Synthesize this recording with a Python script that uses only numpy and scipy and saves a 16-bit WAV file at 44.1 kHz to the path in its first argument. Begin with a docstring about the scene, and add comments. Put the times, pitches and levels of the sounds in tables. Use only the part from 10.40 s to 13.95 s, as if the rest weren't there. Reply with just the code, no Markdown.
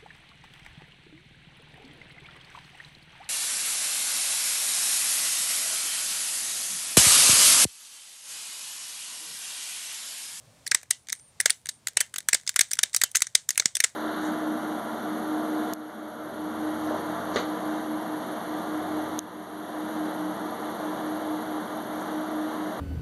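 """Low hum and faint hiss are heard first; then a small empty stapler clicks, squeezed again and again nearby.
Each contact of its steel parts is a few ms of noisy force that excites modes of steel, plastic shell and hand.
After some snaps the steel arm rings on, at times a spring sings, and once the hand gives a low bump.
A wall and the bedroom answer briefly; the camera's gain control ducks after loud clicks."""
import sys
import numpy as np
from scipy import signal
from scipy.fft import rfft, irfft, next_fast_len
from scipy.io import wavfile
from scipy.ndimage import uniform_filter1d, map_coordinates

SR = 44100
rng = np.random.default_rng(int(sys.argv[2]) if len(sys.argv) > 2 else 0)


def wav_out(sig):
    """Save sig, one row per channel (or a flat mono array), as 16-bit PCM at SR to the path in sys.argv[1]."""
    wavfile.write(sys.argv[1], SR, np.round(np.clip(np.atleast_2d(sig).T, -1, 1) * 32767).astype(np.int16))


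N = 156555  # samples

# Contacts of the steel parts: t/s, energy level/dB, chatter/ms, then shell, treble and thud
# level/dB relative to the steel
CONTACTS = [(0.2647, -17, 6.5, -3.5, -9, -28.5), (0.2751, -15, 2.8, -10, -2, -28),
            (0.314, -2, 0.22, -17.5, -12, -28), (0.3177, -4.5, 0.2, 3, -6, -16),
            (0.3468, 5, 2.5, -8, -9.5, -23), (0.4303, -30, 2.3, -3.5, -1, -8),
            (0.507, -6.5, 0.65, -11.5, 0, -40), (0.5094, 3.5, 0.89, -13, -7.5, -24),
            (0.6702, -33.5, 1.7, -8, -11.5, -31), (0.686, -20.5, 1.8, -7.5, -23.5, -25),
            (0.696, -24, 0.95, -0.5, -1.5, -42), (0.701, -17, 0.32, -8.5, -16.5, -36),
            (0.723, -15.5, 1.2, -18.5, -19, -31), (0.7273, -7.5, 0.23, -7.5, -4, -33),
            (0.7962, -36.5, 1.4, -11, -12.5, -24), (1.0022, -3.5, 0.49, 0.5, -1, -31),
            (1.0096, -9.5, 0.73, -22, 4.5, -18), (1.058, 6, 2.15, -5.5, -8.5, -17),
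            (1.0975, -10, 0.71, 3.5, 1.5, -37), (1.1033, 3.5, 1.8, -15, 0.5, -27.5),
            (1.1088, -18.5, 1.8, -17, -12, -20), (1.257, -18.5, 2.2, -7, -9.5, -21),
            (1.268, -22.5, 4.1, -7.5, -11, -31), (1.289, -10, 0.37, -12, -1.5, -31),
            (1.2913, -11, 4, -14, -6.5, -27), (1.471, -6.5, 2.15, -6.5, -3.5, -37.5),
            (1.4828, -14, 1.7, -13, -6, -20), (1.5701, 3.5, 3.25, -7, -7, -18.5),
            (1.5737, -10, 2.6, -6, -24, -17), (1.6047, -1, 2.2, -10, -4, -25),
            (1.61, -3, 0.45, -3.5, -3, -20.5), (1.7404, -17.5, 0.33, -4.5, -5.5, -26),
            (1.7596, -13.5, 2.7, -5, -9.5, -22), (1.7829, -11.5, 2.3, -11.5, -2, -25),
            (1.8042, -25.5, 1.2, -5.5, -6, -21), (1.887, 1, 0.36, -4.5, -5.5, -60),
            (1.8908, -11, 1, -13, -3, -23.5), (1.9306, 5.5, 3, -5.5, -8, -23),
            (1.9445, 0, 0.6, -32, -10, -29), (1.9468, 0.5, 0.66, -8, -4, -19),
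            (2.0659, -22, 0.45, -10, -11, -24), (2.0748, -6, 3.7, -14, -16, -28),
            (2.0921, -4, 1.3, -11, -3, -30.5), (2.1415, -32, 1.2, -1, 1, -21),
            (2.1608, -2.5, 2.4, -4.5, -2.5, -32), (2.1641, -8, 1.7, -12, -5, -21.5),
            (2.1915, 2, 1.3, -4.5, -6, -22.5), (2.1935, -1, 0.83, -7, -22, -28),
            (2.2091, 4, 1.3, -9, -12, -24.5), (2.2116, 5, 2, -14, -13, -45),
            (2.31, -19, 1.1, -17, -23, -35), (2.3138, -7.5, 0.43, -12, -26, -29),
            (2.3332, -4.5, 0.36, -15, -2, -34), (2.3698, -30, 0.92, 0, -5, -30),
            (2.3894, -1, 0.88, -6.5, -4.5, -26.5), (2.4319, 0, 3.5, -8.5, -4, -32),
            (2.4351, 2, 1.4, -10.5, -16.5, -22), (2.5316, -20.5, 0.3, -16, -17, -39),
            (2.54, -17, 6.5, -4, -4, -21), (2.5463, -1, 0.87, -13, -23, -21.5),
            (2.5634, -2, 0.27, -17, 0, -32.5), (2.5664, -8, 3.6, -15, -13, -29),
            (2.615, -1, 0.56, -4, -6, -28), (2.6185, -6.5, 0.74, -4, -10, -25),
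            (2.636, 4.5, 4, -11, -6, -21), (2.715, -27.5, 2, -26, 4, -59), (2.7478, -19, 2, 2, -12, -23),
            (2.7505, -8.5, 1.4, -1, -19, -25), (2.752, -9, 1, -6.5, -29, -47),
            (2.7555, 4, 2.2, -12, -14, -33), (2.762, -8, 0.3, -18, -2, -32),
            (2.769, 0, 1.4, -14, -5.5, -28.5), (2.8053, -16, 0.7, -6, -2, -38),
            (2.8201, 3, 0.85, -9.5, -7, -30), (2.8227, -15, 0.61, -17, -6, -26),
            (2.8688, -13, 0.66, -10.5, -16, -51), (2.9511, 9, 3.5, -12.5, -9.5, -28.5),
            (3.09, -0.5, 0.95, -14.5, -7, -27), (3.1053, -12, 0.6, -8, -6, -37),
            (3.1056, -4.5, 0.57, -13, -4, -30), (3.157, -26.5, 1.2, 1.5, -9, -26),
            (3.1771, -1, 0.44, -5, -3, -26), (3.1777, -5.5, 0.85, -19.5, -4, -40),
            (3.1975, 3.5, 4.5, -10.5, -9, -21), (3.2213, -27, 3.4, 6, -20, -9),
            (3.2567, 4.5, 1.2, -11.5, -15.5, -22.5), (3.3526, -3, 0.18, -18, -9, -30),
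            (3.368, -6, 1.7, -12, -10, -29), (3.4031, 0.5, 0.43, -4, -3, -27),
            (3.4057, -14, 0.68, 2.5, -2, -20), (3.4394, 2, 0.75, -5.5, -11, -22),
            (3.443, 2, 2.9, -8.5, -5.5, -24.5)]
# Modes of the steel parts: f/Hz, width/Hz, level/dB
STEEL_MODES = [(3000, 500, -12), (3650, 450, -4), (4500, 700, -5), (5400, 800, -3), (6230, 700, 0),
               (7000, 700, 0), (7900, 800, 0), (8800, 800, -1)]
# Modes of the plastic shell: f/Hz, width/Hz, level/dB
SHELL_MODES = [(1602, 463, 0), (2094, 478, 5.5), (2316, 763, -4)]
# Highest modes of the stapler: f/Hz, width/Hz, level/dB
TREBLE_MODES = [(9580, 605, 2), (11070, 970, -8.5), (12110, 1000, -9.5), (14860, 1200, -20)]
# Low, broad modes of the hand: f/Hz, width/Hz, level/dB
THUD_MODES = [(90, 98, -11), (260, 350, -6), (550, 503, 2), (1085, 1300, -3.5)]
# Modes of the free steel arm: f/Hz, width/Hz, level/dB
ARM_MODES = [(1760, 50, -9), (2030, 18, -6), (2710, 45, -3), (2950, 50, -1), (3090, 40, 0)]
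# Snaps that leave the arm free: t/s, energy level/dB
ARM_RINGS = [(.348, -24), (.51, -21.5), (1.059, -19.5), (1.104, -27), (1.572, -19.5), (1.61, -18.5),
             (1.947, -26.5), (2.213, -31), (2.434, -23), (2.638, -18), (2.952, -27)]
# Modes of the spring: f/Hz, level/dB, t60/s
SPRING_MODES = [(8470, 4, .25), (8720, 4, .45), (8880, 0, 0.74), (9000, 3, 0.66), (9170, -7, 1.2),
                (9430, -6, 1.2)]
# Spring notes: t/s, length until damped/s, level/dB, f/Hz struck hardest, reach/Hz
SPRING_RINGS = [(.512, 0.16, -51, 9430, 150), (0.728, 0.23, -52, 9050, 900),
                (1.292, 0.13, -57.5, 8800, 500), (3.445, .12, -60, 8600, 300)]
# Reverberation time of the room: f/Hz, t60/s
ROOM_DECAY = [(300, 0.05), (800, 0.21), (2000, 0.17), (5500, 0.17), (9000, 0.22), (14000, 0.45)]
# Colour of the reverberation: f/Hz, level/dB
ROOM_COLOUR = [(300, 11), (1000, 6), (1900, 1.5), (3000, 6.5), (8000, -0.5), (11000, -9.5), (15000, -18.5)]
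# Relative spectral density of the background: f/Hz, level/dB
FLOOR_SPECTRUM = [(15, -51), (25, -28), (121, -4), (177, -12.5), (266, -15.5), (313, -22.5), (617, -17.5),
                  (809, -21), (927, -21), (1390, -26), (8830, -28), (16500, -46)]

ENERGY_S = .0005  # an energy level of 0 dB is full scale for this long
LEAD_S, LEAD_DB, RISE_S = .0045, -8.5, .0001  # scrape before the contact; rise of the contact
SETTLE_T60_S, LINGER_DB, LINGER_T60_S = .0098, .5, .029  # quick settling; longer rattle
BLOW_AT, BLOW_DB, BLOW_T60_S = .43, 8, .0029  # share of the chatter before the hardest blow
TICKS_PER_S, TICK_DB, TICK_T60_S = 170, -5.5, .26
SPIKY_DB = 6.5  # standard deviation of the force level from sample to sample
MODE_SCATTER_DB, MODE_DETUNE = 2.5, .03  # standard deviations; detuning as a share of pitch
STEEL_LOW_HZ, MIC_LOW_HZ = 1200, 40
WALL_S, WALL_DB = .0235, -30
ROOM_DB, ROOM_GAP_S = -23.5, .0065
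ARM_SHAKE_T60_S = .12
SPRING_WAVER_HZ, SPRING_DAMP_S = 70, .06
THUMP_S, THUMP_HZ, THUMP_DB, THUMP_T60_S, THUMP_RISE_S = 3.2572, 178, -13, .013, .0005
FLOOR_DB, PATCHY_DB = -58, 1.3
KNEE_DB, SQUEEZE, RECOVER_DB_PER_S = -36.5, .19, 78  # SQUEEZE is dB of cut per dB above the knee
CEILING, HARDNESS = .74, 6
RUMBLE_CUT_HZ, ROLL_OFF_HZ, ROLL_OFF_DB, TOP_HZ = 28, 15200, -40.5, 16900


def stapler():
    """Modal excitation: one contact force drives all the bodies, and a wall and the room reflect them."""
    out = np.zeros(N)
    t = np.arange(8192) / SR - LEAD_S
    impulse = 1. * (t == t[0])
    unit = np.sqrt(ENERGY_S * SR)
    for s, db, chatter_ms, shell_db, treble_db, thud_db in CONTACTS:
        push = contact_force(t, chatter_ms / 1000)
        bodies = [(STEEL_MODES, db, STEEL_LOW_HZ),
                  (SHELL_MODES, db + shell_db, STEEL_LOW_HZ),
                  (TREBLE_MODES, db + treble_db, STEEL_LOW_HZ),
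                  (THUD_MODES, db + thud_db, MIC_LOW_HZ)]
        steel, shell, treble, thud = [unit * amp(level) * rung(push, modes, 1.0, low_hz)
                                      for modes, level, low_hz in bodies]
        # the room gets the colour averaged over all directions: modes without scatter
        mean = unit * sum(amp(level) * rung(impulse, modes, 0, low_hz) for modes, level, low_hz in bodies)
        add(out, s - LEAD_S, steel + shell + treble + thud)
        add(out, s - LEAD_S + WALL_S, amp(WALL_DB) * (steel + shell))
        add(out, s, amp(ROOM_DB) * signal.fftconvolve(mean, room_tail()))
    return out


def contact_force(t, chatter_s):
    """Chattering impact: scrape, blow, chatter, settling, rattle and stray ticks of loose parts shape noise."""
    after = np.maximum(t - chatter_s, 0)
    chatter = amp(-60 * after / SETTLE_T60_S)
    rattle = amp(LINGER_DB - 60 * t / LINGER_T60_S)
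    blow = amp(BLOW_DB - 60 * abs(t - BLOW_AT * chatter_s) / BLOW_T60_S)
    contact = (chatter + rattle + blow) * np.clip(t / RISE_S, 0, 1)
    scrape = amp(LEAD_DB) * (1 + t / LEAD_S) ** 2 * (t < 0)
    struck = rng.random(len(t)) < TICKS_PER_S / SR
    ticks = amp(TICK_DB - 60 * t / TICK_T60_S) * struck * (t > 0)
    spikes = amp(SPIKY_DB * rng.standard_normal(len(t)))
    return (contact + scrape + ticks) * rng.standard_normal(len(t)) * spikes


def rung(push, modes, spread, low_hz):
    """Forced resonance, scaled to energy 1: a small body radiates little under low_hz."""
    f = np.fft.rfftfreq(len(push), 1 / SR)
    response = modes_at(f, modes, spread) * high_pass(f, low_hz)
    sound = irfft(rfft(push) * response, len(push))
    return sound / np.linalg.norm(sound)


def modes_at(f, modes, spread):
    """Modal superposition of causal resonances; spread scales the chance change of strength and pitch."""
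    total = 0
    for k, (hz, width, db) in enumerate(modes):
        strength = (-1) ** k * amp(db + spread * MODE_SCATTER_DB * rng.normal())
        tuned = hz * (1 + spread * MODE_DETUNE * rng.normal())
        damping = 1j * f * width
        total = total + strength * damping / (tuned ** 2 - f * f + damping)
    return total


def arm():
    """Free vibration under decaying noise: after a hard snap loose parts shake the steel arm, which rings on."""
    out, t = np.zeros(N), np.arange(16384) / SR
    for s, db in ARM_RINGS:
        push = rng.standard_normal(len(t)) * amp(-60 * t / ARM_SHAKE_T60_S)
        add(out, s, amp(db) * np.sqrt(ENERGY_S * SR) * rung(push, ARM_MODES, .5, STEEL_LOW_HZ))
    return out


def spring():
    """Damped free vibration: close high modes waver and die at their own speeds until a finger damps them."""
    out = np.zeros(N)
    for s, length, db, struck_hz, reach_hz in SPRING_RINGS:
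        t = np.arange(round(length * SR)) / SR
        ring = 0
        for hz, level, t60 in SPRING_MODES:
            knots = rng.standard_normal((2, 64))
            a, b = [map_coordinates(k, [t * SPRING_WAVER_HZ]) for k in knots]
            # modes away from the one struck hardest are weaker
            far = min(abs(hz - struck_hz) / reach_hz, 2) ** 2
            phase = 2 * np.pi * hz * t
            wavering = (1 + a) * np.sin(phase) + b * np.cos(phase)
            ring = ring + amp(level - 6 * far - 60 * t / t60) * wavering
        add(out, s, amp(db) * ring * np.clip((length - t) / SPRING_DAMP_S, 0, 1))
    return out


def thump():
    """Damped oscillation of a single mode: one low bump of the hand."""
    out, t = np.zeros(N), np.arange(SR // 10) / SR
    envelope = amp(THUMP_DB - 60 * t / THUMP_T60_S) * (1 - np.exp(-t / THUMP_RISE_S))
    add(out, THUMP_S, envelope * np.cos(2 * np.pi * THUMP_HZ * t))
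    return out


def room_tail():
    """Diffuse reverberation: a fresh noise tail, of energy 1, in which each frequency dies at its own speed."""
    hz, t, z = signal.stft(rng.standard_normal(SR // 4), SR, nperseg=256)
    decay_db = -60 * t / along(ROOM_DECAY, hz)[:, None]
    colour_db = along(ROOM_COLOUR, hz)[:, None]
    tail = signal.istft(z * amp(decay_db + colour_db), SR, nperseg=256)[1]
    tail = tail * np.clip(np.arange(len(tail)) / SR / ROOM_GAP_S, 0, 1) ** 2
    return tail / np.linalg.norm(tail)


def quiet_room():
    """Stationary noise, spectrally shaped: hum of the house, swelling in patches, and hiss of the microphone."""
    hz, _, z = signal.stft(rng.standard_normal(N), SR, nperseg=2048)
    field = uniform_filter1d(rng.standard_normal(z.shape), size=5, axis=0)
    field = uniform_filter1d(field, size=4, axis=1)
    low = (hz < STEEL_LOW_HZ)[:, None]  # only the lows swell
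    patches = amp(PATCHY_DB * field / field.std() * low)
    air = signal.istft(z * patches, SR, nperseg=2048)[1][:N]
    air = filtered(air, lambda hz: amp(along(FLOOR_SPECTRUM, hz)) * (hz > 20))
    return amp(FLOOR_DB) * air / air.std()


def high_pass(f, hz):
    """Second-order radiation or pickup limit: a causal high-pass response."""
    s = 1j * f / hz
    return s * s / (s * s + np.sqrt(2) * s + 1)


def filtered(x, response):
    """Linear filtering: the spectrum of x times a response of frequency."""
    m = next_fast_len(N + SR // 2)
    return irfft(rfft(x, m) * response(np.fft.rfftfreq(m, 1 / SR)), m)[..., :N]


def along(points, hz):
    """Interpolation of (f/Hz, value) points on a logarithmic frequency axis."""
    f, v = np.transpose(points)
    return np.interp(np.log(hz + 1), np.log(f + 1), v)


def amp(db):
    """Level to amplitude ratio: 20 dB is a factor of ten."""
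    return 10 ** (np.asarray(db) / 20)


def add(track, s, sound):
    """Superposition: mix a sound in at time s."""
    part = track[max(round(s * SR), 0):][:len(sound)]
    part += sound[:len(part)]


def scene():
    """Superposition of all sources in one channel."""
    return (stapler() + arm() + spring() + thump() + quiet_room())[None]


def record(dry):
    """Compression and band-limiting: gain drops at once on a peak and recovers slowly under a soft ceiling."""
    slope = RECOVER_DB_PER_S * np.arange(N) / SR
    level_db = 20 * np.log10(abs(dry) + 1e-9)
    # a peak hold that falls at a steady rate
    held_db = np.maximum.accumulate(level_db + slope, axis=1) - slope
    excess_db = uniform_filter1d(np.maximum(held_db - KNEE_DB, 0), size=9, axis=1)
    x = dry * amp(-SQUEEZE * excess_db)
    x = x / (1 + abs(x / CEILING) ** HARDNESS) ** (1 / HARDNESS)

    def band(hz):
        """Band limits: a rumble cut below, a roll-off and a sharp edge above."""
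        roll = amp(ROLL_OFF_DB * np.clip((hz - ROLL_OFF_HZ) / (TOP_HZ - ROLL_OFF_HZ), 0, 1) ** 2)
        return high_pass(hz, RUMBLE_CUT_HZ) * roll * (hz < TOP_HZ)

    return filtered(x, band)


dry = scene()
out = record(dry)
wav_out(out)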